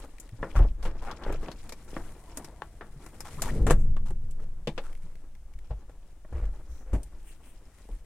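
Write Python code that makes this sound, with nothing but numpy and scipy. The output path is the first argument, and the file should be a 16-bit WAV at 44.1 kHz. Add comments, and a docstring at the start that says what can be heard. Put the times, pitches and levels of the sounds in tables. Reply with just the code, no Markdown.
"""Inside a small wooden truck camper, a close pair of microphones an arm's length from the walls.
Someone shifts about and pushes up the spring-assisted roof. Feet thump the floor, panels knock and
scuff, fittings tick and creak, and the canvas wall rustles as it unfolds. The roof bangs against its
stop and leaves the shell swaying. Behind it all lies the faint hush of the field outside."""
import sys
import numpy as np
from scipy import signal
from scipy.fft import rfft, irfft, next_fast_len
from scipy.io import wavfile

SR = 44100
rng = np.random.default_rng(int(sys.argv[2]) if len(sys.argv) > 2 else 0)


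def wav_out(sig):
    """Save sig, one row per channel (or a flat mono array), as 16-bit PCM at SR to the path in sys.argv[1]."""
    wavfile.write(sys.argv[1], SR, np.round(np.clip(np.atleast_2d(sig).T, -1, 1) * 32767).astype(np.int16))


N = 355005

# the roof's travel, t/s: the push begins, the springs take over, the canvas is taut, the stop is hit
PUSH_S, SPRINGS_S, TAUT_S, STOP_S = 1.77, 2.8, 3.438, 3.705
MOVE_RISE_DB_PER_S, MOVE_FALL_DB_PER_S = 244, 100

# blows on panels and frame: t/s, body/dB, clack/dB, edge/dB, fizz/dB, t60/s, the part's note f/Hz
PANEL_BLOWS = [(0.428, -31, -30.5, -54, -77, 0.092, 532), (0.592, -29.5, -38.5, -68, -71, 0.13, 290),
               (0.645, -37.5, -50, -80, -82, 0.11, 296), (0.852, -37, -39, -43, -57, 0.15, 510),
               (1.263, -35, -40.5, -58, -60, 0.15, 369), (1.299, -34, -42.5, -61, -68, 0.07, 347),
               (1.428, -41.5, -45.5, -57, -58, 0.18, 403), (1.483, -35.5, -44.5, -46, -69, 0.048, 706),
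               (1.965, -35.5, -35.5, -52.5, -77, 0.062, 650), (2.372, -41.5, -56, -67, -70, 0.12, 266),
               (2.6192, -38.5, -33.5, -47, -59, 0.012, 840), (2.809, -42.5, -38.5, -54, -74, 0.11, 663),
               (3.666, -24, -30, -39.5, -34.5, 0.18, 433), (3.699, -30.5, -34, -34.5, -41, 0.04, 820),
               (3.7067, -19, -21.5, -32, -25.5, 0.076, 496), (3.965, -46.5, -45, -52, -58.5, 0.048, 805),
               (4.105, -42, -49.5, -59, -51, 0.043, 364), (4.672, -28.5, -44, -32.5, -45, 0.098, 466),
               (4.7776, -34, -35.5, -36, -54, 0.084, 530), (5.706, -41, -53, -57, -91, 0.12, 620),
               (5.894, -55, -58.5, -65.5, -66, 0.052, 600), (6.247, -48, -54.5, -83, -88, 0.032, 617),
               (6.325, -45, -52, -67, -63, 0.089, 570), (6.933, -34, -55, -59, -46.5, 0.18, 264),
               (7.888, -48, -79, -82, -82, 0.14, 262)]
# weight landing on the floor or pushing the roof: t/s, level/dB, f/Hz, swell/s, relative boom/dB
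FOOTFALLS = [(0.319, -41.5, 114, 0.013, -4), (0.396, -36, 25, 0.016, -8.5),
             (0.551, -21.5, 60, 0.019, -10.5), (0.568, -18.5, 40, 0.034, -10.5),
             (0.824, -26.5, 16, 0.045, -22), (1.245, -31, 18.6, 0.068, -13.5),
             (2.958, -40, 140, 0.0088, -1), (3.374, -38, 130, 0.0056, -12), (4.071, -41, 85, 0.029, 0),
             (5.03, -47, 163, 0.016, -7), (5.547, -42.5, 55, 0.013, -5), (5.696, -32, 50, 0.023, -7.5),
             (6.316, -33, 68, 0.035, -7), (6.391, -30, 45, 0.046, -14.5), (6.681, -42, 59, 0.029, -21),
             (6.921, -29, 52, 0.023, 1), (7.905, -37.5, 34.7, 0.025, -25)]
# shoes, knees and roof frame sliding on wood: t/s, length/s, level/dB, relative grit/dB, rasp f/Hz
WOOD_SCUFFS = [(0.546, 0.013, -34.5, -15, 570), (0.558, 0.032, -31.5, -10, 1300),
               (0.825, 0.059, -44, -2.5, 910), (0.851, 0.056, -41, -21, 490),
               (1.019, 0.08, -41, -10.5, 850), (1.069, 0.065, -36.5, -25, 1090),
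               (1.214, 0.11, -42, -18, 1120), (1.263, 0.11, -40.5, -19, 440),
               (3.243, 0.056, -42.5, -3, 1040), (3.428, 0.075, -39, -2.5, 950),
               (4.055, 0.042, -52, -0.5, 970), (4.393, 0.062, -54, -5.5, 426),
               (4.833, 0.044, -48.5, -6, 1180), (6.344, 0.13, -46.5, -17, 457), (6.858, 0.1, -51, -17, 474),
               (6.927, 0.035, -36.5, -13.5, 283)]
# snaps of canvas and small fittings: t/s, body/dB, edge/dB, fizz/dB, note f/Hz
SNAPS = [(0.199, -74, -57, -39.5, 7300), (1.112, -42, -40, -52, 3400), (0.8268, -44, -45.5, -57, 3460),
         (1.2357, -71, -44, -79, 3340), (1.324, -38, -63, -45.5, 2400), (1.515, -44, -43, -50.5, 4400),
         (1.6923, -44.5, -43.5, -43, 2400), (1.722, -39, -41.5, -41.5, 2380), (2.3716, -42, -43, -31, 9300),
         (2.4448, -44, -46, -44.5, 5400), (3.062, -44, -56, -49, 2870), (3.2046, -40.5, -43, -36.5, 5370),
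         (3.4195, -34, -33, -24.5, 7100), (4.309, -80, -60.5, -50, 8100), (7.031, -68, -58, -44.5, 8900)]
# struts and seams sliding under load: t/s, length/s, level/dB, start f/Hz, end f/Hz, width/Hz
STRUT_CREAKS = [(2.153, 0.51, -57.5, 1005, 940, 70), (2.117, 0.71, -59.5, 690, 650, 60),
                (3.381, 0.022, -37.5, 1070, 1200, 90), (3.425, 0.0092, -36, 680, 980, 110),
                (3.461, 0.034, -37, 723, 1290, 70), (3.484, 0.025, -37, 1550, 2050, 221)]
# joints cracking as the load shifts: t/s, level/dB
JOINT_CRACKS = [(0.183, -36.5), (0.291, -40), (4.9286, -39), (4.951, -41), (5.154, -42.5), (5.351, -44.5),
                (5.5367, -44), (5.588, -42), (6.4536, -41)]
# body and clothes brushing the panels: t/s, length/s, rubbing/dB, cloth/dB
BODY_MOVES = [(0.0, 0.018, -50, -53.5), (0.196, 0.33, -59.5, -61.5), (0.428, 0.21, -49, -61),
              (0.838, 0.26, -47.5, -81), (1.046, 0.32, -47, -68), (1.417, 0.26, -48.5, -57.5),
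              (1.91, 0.19, -49, -54.5), (2.28, 0.21, -56, -60.5), (3.037, 0.036, -55.5, -55),
              (4.765, 0.14, -55.5, -59), (5.046, 0.032, -57, -62), (5.63, 0.48, -61.5, -87),
              (6.342, 0.42, -55.5, -67.5), (6.944, 0.77, -60.5, -65), (7.778, 0.15, -61.5, -60)]
# cloth passing over cloth: t/s, length/s, level/dB, relative speed
CLOTH_STROKES = [(3.8, 0.0072, -51, 0.81), (6.707, 0.1, -56, 0.67), (7.281, 0.013, -47, 0.96),
                 (7.455, 0.05, -52.5, 0.98)]
# resonances of the panels and cabin air: f/Hz, level/dB, t60/s
CABIN_MODES = [(146.6, 5, 0.13), (206, -4.5, 0.17), (323.6, -2.5, 0.2), (471.7, -8.5, 0.2),
               (545, -16, 0.17), (635, -11.5, 0.4), (845, -5, 0.091), (1126, -5.5, 0.13), (1350, -2, 0.12),
               (1675, -23, 0.09)]
# spectra of the drumming roof, swaying shell, rubbed wood, canvas, swishes and air: f/Hz, level/dB
ROOF_SPECTRUM = [(45, -10), (80, 8.5), (150, -0.5), (210, -3), (300, -12.5), (500, -17.5), (1200, -48)]
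SWAY_SPECTRUM = [(4, -40), (13, 13.5), (24, -11.5), (38, 2.5), (52, -1), (85, -17), (200, -27), (600, -91)]
RUB_SPECTRUM = [(90, -50), (200, -2), (300, 1.5), (500, -2.5), (800, -4), (1200, -5), (1900, -11),
                (2800, -29), (4500, -25.5), (9000, -56)]
CANVAS_SPECTRUM = [(900, -9), (2000, -1.5), (2800, -10.5), (4200, -8.5), (6000, -9.5), (9000, -3),
                   (12000, -7), (16000, -16)]
SWISH_SPECTRUM = [(1200, -14.5), (2700, -5.5), (3400, -9), (4500, -26), (7000, -14), (9000, -0.5),
                  (11000, -8), (16000, -9)]
AIR_SPECTRUM = [(30, 9), (100, -14.5), (250, -16.5), (550, -6), (1000, -12.5), (2200, -15), (4000, -17.5),
                (9000, -15), (16000, -19)]
# likeness of the two microphones: f/Hz, correlation
PAIR_COHERENCE = [(60, .998), (700, .99), (1400, .95), (2200, .75), (3100, .1), (16000, 0)]
# balance of the pair: f/Hz, left minus right level/dB
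PAIR_BALANCE = [(60, 1.3), (500, 1.7), (1100, 2.8), (2300, 4.7), (10000, 4), (13000, -2.5)]
# response of each microphone: f/Hz, level/dB
MIC_RESPONSE = [(30, 9), (150, -0.5), (500, -2.5), (1200, -6.5), (2000, -7.5), (3000, -5.5), (4300, -8.5),
                (6000, -7), (8200, -7.5), (11000, -10.5), (15500, -13)]


def knocks():
    """Each blow rings the part that it lands on, the panels and the metal frame; the treble dies first."""
    out = np.zeros((2, N))
    for s, body_db, clack_db, edge_db, fizz_db, t60, hz in PANEL_BLOWS:
        blow = echoes(t60, direct=5.1, tail_db=-21, tail_t60=0.13)
        wood = panels(blow + 1.6 * peak(blow, hz, 7), ring=1.2)
        crack = echoes(t60 * 0.84, direct=5.7, tail_db=-16, tail_t60=0.15)
        metal = crack + 0.99 * (peak(crack, 2670, 2.8) + peak(crack, 3550, 32) + peak(crack, 7500, 2.6))
        add(out, s, struck(band(wood, 147, 834), body_db) + struck(band(wood, 1035, 1880), clack_db))
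        add(out, s, struck(band(metal, 1650, 4600), edge_db) + struck(band(metal, 6400, 13300), fizz_db))
    return out


def thumps(ring_db=-12, ring_t60=0.66):
    """A soft heavy push swells one low swing of the floor, which rings on, and shakes the panels."""
    out, t = np.zeros((2, N)), np.arange(SR) / SR
    for s, db, hz, swell_s, boom_db in FOOTFALLS:
        push = (t / swell_s * np.exp(1 - t / swell_s)) ** 2
        ring = gain_of(ring_db - 60 * t / ring_t60) * (1 - np.exp(-t / swell_s)) ** 2
        swing = (push + ring) * np.sin(2 * np.pi * hz * t)
        boom = gain_of(boom_db) * push * unit_rms(band(noise(SR), 45, 138))
        add(out, s, gain_of(db) * (swing + boom))
    return out


def roof_bounce(first_hz=20, settled_hz=15, settle_s=0.162, attack_s=0.029, t60=0.75, linger_t60=4.9):
    """The stop leaves the roof bouncing on its springs, pumping the cabin air; the swings slow a little."""
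    t = np.maximum(np.arange(N) / SR - STOP_S, 0)
    hz = settled_hz + (first_hz - settled_hz) * np.exp(-t / settle_s)
    phase = 2 * np.pi * np.cumsum(hz) / SR
    decay = gain_of(-20 - 60 * t / t60) + gain_of(-27.5 - 60 * t / linger_t60)
    return decay * (1 - np.exp(-t / attack_s)) * (np.sin(phase) + 0.1 * np.sin(2 * phase))


def shell(effort, drum_db=-9, lean_db=-4, travel_db=-60):
    """The roof drums and the whole box heaves; both also follow whoever leans on it."""
    drumming = shaking(rest_db=-69, step_db=-32.5, step_fall_db_per_s=46.5, stop_db=-30, lead_s=0.089,
                       rise_db_per_s=81, fall_db_per_s=77, tail_db=-37.5, tail_db_per_s=19.5)
    swaying = shaking(rest_db=-55, step_db=-13.5, step_fall_db_per_s=50, stop_db=-28, lead_s=0.079,
                      rise_db_per_s=103, fall_db_per_s=68, tail_db=-39.5, tail_db_per_s=13)
    travel = gain_of(travel_db) * swell(PUSH_S, STOP_S - PUSH_S)
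    flex = unit_rms(coloured(panels(noise(), ring=1), ROOF_SPECTRUM))
    sway = unit_rms(coloured(noise(), SWAY_SPECTRUM))
    return (power_sum(drumming, travel, gain_of(drum_db) * effort) * flex
            + power_sum(swaying, gain_of(lean_db) * effort) * sway)


def shaking(rest_db, step_db, step_fall_db_per_s, stop_db, lead_s,
            rise_db_per_s, fall_db_per_s, tail_db, tail_db_per_s):
    """Gain of the box's shaking: footfalls jolt it, the roof builds it up to the stop, then it settles."""
    steps = [gain_of(db + step_db) * swell(s + swell_s, 0, fall_db_per_s=step_fall_db_per_s)
             for s, db, _, swell_s, _ in FOOTFALLS]
    run = gain_of(stop_db) * swell(STOP_S - lead_s, lead_s, rise_db_per_s, fall_db_per_s)
    tail = gain_of(tail_db) * swell(STOP_S, 0, rise_db_per_s, tail_db_per_s)
    return power_sum(gain_of(rest_db), run, tail, *steps)


def whoomp(level_db=-35):
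    """Air drawn in under the rising roof makes the canvas whoomp just before the stop."""
    wind = unit_rms(band(panels(noise(), ring=0.83), 135, 530))
    return gain_of(level_db) * swell(STOP_S - 0.13, 0.051, rise_db_per_s=85, fall_db_per_s=130) * wind


def scuffs(attack_s=0.0063, release_t60=0.12):
    """Bursts of stick and slip: a jerky rasp around one resonance of the wood, and grit above it."""
    out, t = np.zeros((2, N)), np.arange(SR // 3) / SR
    for s, length, db, grit_db, hz in WOOD_SCUFFS:
        release = gain_of(-60 * np.maximum(t - 0.76 * length, 0) / release_t60)
        stroke = np.minimum(t / attack_s, 1) * release
        grains = slips(len(t), per_s=1700, spread_db=-1.5) * flicker(1, per_s=162, length=len(t))
        wood = panels(grains, ring=0.8)
        rasp = unit_rms(band(peak(wood, hz, 2.2) + 0.25 * wood, 170, 2090))
        grit = unit_rms(band(grains + 0.14 * peak(grains, 13800, 16), 2500, 12200, order=2))
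        add(out, s, gain_of(db) * stroke * (rasp + gain_of(grit_db) * grit))
    return out


def ticks():
    """Canvas and fittings snap brightly, each with its own note and little weight behind it."""
    out = np.zeros((2, N))
    for s, body_db, edge_db, fizz_db, hz in SNAPS:
        snap = echoes(t60=0.05, direct=6.5, tail_db=-12, tail_t60=0.085)
        snap = snap + 1.4 * peak(snap, hz, 14)
        body = struck(band(panels(snap, ring=0.29), 177, 1850, order=2), body_db - 2)
        edge = struck(band(snap, 2460, 5340), edge_db - 1)
        fizz = struck(band(snap, 6460, 13500), fizz_db)
        add(out, s, body + edge + fizz)
    return out


def creaks():
    """Quick slips excite one narrow resonance that glides with the tension."""
    out = np.zeros((2, N))
    for s, length, db, from_hz, to_hz, width_hz in STRUT_CREAKS:
        progress = np.linspace(0, 1, int(length * SR))
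        hz = from_hz * (to_hz / from_hz) ** progress
        carrier = np.exp(2j * np.pi * np.cumsum(hz) / SR)
        grains = slips(len(progress), per_s=7000, spread_db=-3)
        # shift down, low-pass, shift back: a band that follows the note
        rasp = carrier * signal.lfilter(*signal.butter(2, width_hz, fs=SR), grains / carrier)
        arch = 2 * np.sqrt(progress * (1 - progress))
        add(out, s, gain_of(db) * arch * unit_rms(rasp.real))
    return out


def rubbing(effort, rest_db=-71, bump_db=-10, linger_s=0.0075):
    """Uneven friction grains and the odd dull bump, carried by the panels and the cabin's echoes."""
    grains = slips(N, per_s=1900, spread_db=1.5) * flicker(4, per_s=45)
    echo_power = signal.lfilter([1], [1, -np.exp(-1 / (linger_s * SR))], grains ** 2)
    grains = unit_rms(grains) + unit_rms(np.sqrt(echo_power) * noise())
    wood = unit_rms(coloured(panels(grains, ring=0.7), RUB_SPECTRUM))
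    bumps = unit_rms(band(panels(slips(N, per_s=16, spread_db=1), ring=0.6), 140, 470, order=2))
    return power_sum(effort, gain_of(rest_db)) * (wood + gain_of(bump_db) * bumps)


def movements():
    """Two gains: how hard the person rubs the panels, and how much clothing slides."""
    body = power_sum(*(gain_of(db) * swell(s, length) for s, length, db, _ in BODY_MOVES))
    clothes = power_sum(*(gain_of(db) * swell(s, length) for s, length, _, db in BODY_MOVES))
    return body, clothes


def frame_friction(push_db=-57, run_db=-48):
    """Gain of the roof frame's rubbing: steady in the push, harder as the springs run it to the stop."""
    push = swell(PUSH_S, SPRINGS_S - PUSH_S, rise_db_per_s=120, fall_db_per_s=5)
    run = swell(TAUT_S, STOP_S - TAUT_S, rise_db_per_s=59, fall_db_per_s=170)
    return power_sum(gain_of(push_db) * push, gain_of(run_db) * run)


def canvas(sliding, rest_db=-71, crinkle=0.54):
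    """Cloth slides with small crinkles in it; its dull and bright parts come and go separately."""
    weave = noise() + crinkle * slips(N, per_s=130, spread_db=-0.5)
    cloth = unit_rms(coloured(weave, CANVAS_SPECTRUM))
    dull = band(cloth, 900, 9400, order=1)
    rustle = sum(part * flicker(3, per_s=40) for part in (dull, cloth - dull))
    return power_sum(gain_of(0.9) * sliding, gain_of(rest_db)) * rustle


def unfolding(folds_db=-57, taut_db=-42):
    """Gain of the canvas wall's sliding: its folds part, it is drawn tight, then it hangs still."""
    folds = swell(PUSH_S, 0, rise_db_per_s=73, fall_db_per_s=5)
    taut = swell(TAUT_S, 0, rise_db_per_s=49, fall_db_per_s=68)
    moving = swell(0, STOP_S, rise_db_per_s=0, fall_db_per_s=328)
    return moving * power_sum(gain_of(folds_db) * folds, gain_of(taut_db) * taut)


def crumples(handling, level_db=-9, ring_s=0.0039):
    """Stiff cloth buckles in clumps of tiny snaps; creases of each size have their own note."""
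    out, t = np.zeros((2, N)), np.arange(SR // 50) / SR
    for hz in np.geomspace(2300, 7000, 5):
        snap = unit_rms(peak(np.exp(-t / ring_s) * noise(len(t)), hz, 5.5))
        out += signal.oaconvolve(slips(N, per_s=110, spread_db=-1.5), snap, axes=1)[:, :N]
    return gain_of(level_db) * handling * unit_rms(out * flicker(5, per_s=35))


def swishes():
    """Soft, quick strokes of canvas or a sleeve; the faster the weave slides, the higher it zips."""
    out = np.zeros((2, N))
    for s, length, db, speed in CLOTH_STROKES:
        spectrum = [(hz * speed, level) for hz, level in SWISH_SPECTRUM]
        weave = unit_rms(coloured(noise(), spectrum))
        out += gain_of(db) * swell(s, length, rise_db_per_s=332, fall_db_per_s=220) * weave
    return out


def joints(trim_db=-15, attack_s=0.001, t60=0.02):
    """A joint gives by a hair: a faint, dry tap with a short woody ring."""
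    out, t = np.zeros((2, N)), np.arange(SR // 20) / SR
    for s, db in JOINT_CRACKS:
        slip = np.minimum(t / attack_s, 1) * gain_of(-60 * t / t60) * noise(len(t))
        tap = band(slip + 4 * peak(slip, 1960, 3.7), 740, 15000, order=2)
        add(out, s, struck(tap, db + trim_db))
    return out


def field_air(level_db=-60.5):
    """The still air beyond the walls: a faint, smooth hush."""
    return gain_of(level_db) * unit_rms(coloured(noise(), AIR_SPECTRUM))


def panels(x, ring):
    """The cabin's resonances ring on top of what excites them."""
    return x + ring * sum(gain_of(db) * peak(x, hz, hz * t60 / 2.2) for hz, db, t60 in CABIN_MODES)


def echoes(t60, direct, tail_db, tail_t60, onset_s=0.0015):
    """A blow at close range: a clean first arrival, dense wall reflections and a tail."""
    t = np.arange(SR // 4) / SR
    decay = np.exp(-t / onset_s) + gain_of(-60 * t / t60) + gain_of(tail_db - 60 * t / tail_t60)
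    out = (1 - np.exp(-t / onset_s)) * decay * noise(len(t))
    out[[0, 1], [40, 45]] += direct  # the left microphone is five samples nearer
    return out


def slips(length, per_s, spread_db):
    """Tiny random slips of uneven size, reaching both microphones at once."""
    size = gain_of(spread_db * np.minimum(rng.exponential(1, length), 4.5))
    slipping = rng.random(length) < per_s / SR
    return unit_rms(size * slipping * noise(length))


def flicker(depth_db, per_s, length=N):
    """A gain that wanders at random by depth_db rms."""
    knots = rng.standard_normal(4000)
    drift = np.interp(np.arange(length) * per_s / SR, np.arange(len(knots)), knots)
    return gain_of(depth_db * unit_rms(drift))


def swell(start, length, rise_db_per_s=MOVE_RISE_DB_PER_S, fall_db_per_s=MOVE_FALL_DB_PER_S):
    """A gain that builds up to 1 at start, holds, and dies away."""
    t = np.arange(0, N + 64, 64) / SR
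    db = -rise_db_per_s * np.maximum(start - t, 0) - fall_db_per_s * np.maximum(t - start - length, 0)
    return np.interp(np.arange(N) / SR, t, gain_of(np.maximum(db, -150)))


def noise(length=N):
    """White noise, separate for each microphone."""
    return rng.standard_normal((2, length))


def gain_of(db):
    """Decibels to amplitude."""
    return 10 ** (np.asarray(db) / 20)


def unit_rms(x):
    """Scales to rms 1."""
    return x / np.sqrt(np.mean(x ** 2) + 1e-20)


def struck(x, db):
    """Sets the rms level of a blow's first 20 ms."""
    return gain_of(db) * x / np.sqrt(np.mean(x[:, :SR // 50] ** 2))


def power_sum(*gains):
    """Unrelated causes add in power."""
    return np.sqrt(sum(gain ** 2 for gain in gains))


def add(mix, s, sound):
    """Lays a two-channel sound into the mix at time s."""
    part = mix[:, max(round(s * SR), 0):][:, :sound.shape[1]]
    part += sound[:, :part.shape[1]]


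def peak(x, hz, sharpness):
    """One resonance of gain 1; sharpness is its frequency over its width."""
    return signal.lfilter(*signal.iirpeak(hz, sharpness, fs=SR), x)


def band(x, lo_hz, hi_hz, order=3):
    """Causal band-pass."""
    return signal.sosfilt(signal.butter(order, [lo_hz, hi_hz], "band", fs=SR, output="sos"), x)


def curve_at(points, hz):
    """Reads a curve on a log-frequency axis."""
    f, value = np.transpose(points)
    return np.interp(np.log(hz + 1), np.log(f + 1), value)


def coloured(x, spectrum):
    """Filters a long sound by a spectrum."""
    size = next_fast_len(N + 4096)
    hz = np.fft.rfftfreq(size, 1 / SR)
    return irfft(rfft(x, size) * gain_of(curve_at(spectrum, hz)), size)[:, :N]


def microphone_pair(x):
    """Two close microphones: alike in the bass, unrelated in the treble, mostly louder on the left."""
    size = next_fast_len(N + 4096)
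    hz = np.fft.rfftfreq(size, 1 / SR)
    left, other = rfft(x, size)
    coherence = np.clip(curve_at(PAIR_COHERENCE, hz), -1, 1)
    right = coherence * left + np.sqrt(1 - coherence ** 2) * other
    lean = gain_of(curve_at(PAIR_BALANCE, hz) / 2)
    return irfft(np.array([left * lean, right / lean]), size)[:, :N]


def scene():
    """The person, the roof and the air outside, heard from within the cabin."""
    body, clothes = movements()
    effort = power_sum(body, frame_friction())
    sliding = power_sum(clothes, unfolding())
    handling = power_sum(body, sliding)
    blows = knocks() + ticks() + joints() + thumps()
    friction = scuffs() + rubbing(effort) + canvas(sliding) + crumples(handling) + swishes() + creaks()
    return microphone_pair(blows + friction + shell(effort) + roof_bounce() + field_air() + whoomp())


def record(dry):
    """The microphones' bass-heavy response, then a band limit at 16.2 kHz."""
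    low_pass = signal.firwin(511, 16200, window=("kaiser", 9), fs=SR)
    return signal.oaconvolve(coloured(dry, MIC_RESPONSE), low_pass[None], "same")


dry = scene()
out = record(dry)
wav_out(out)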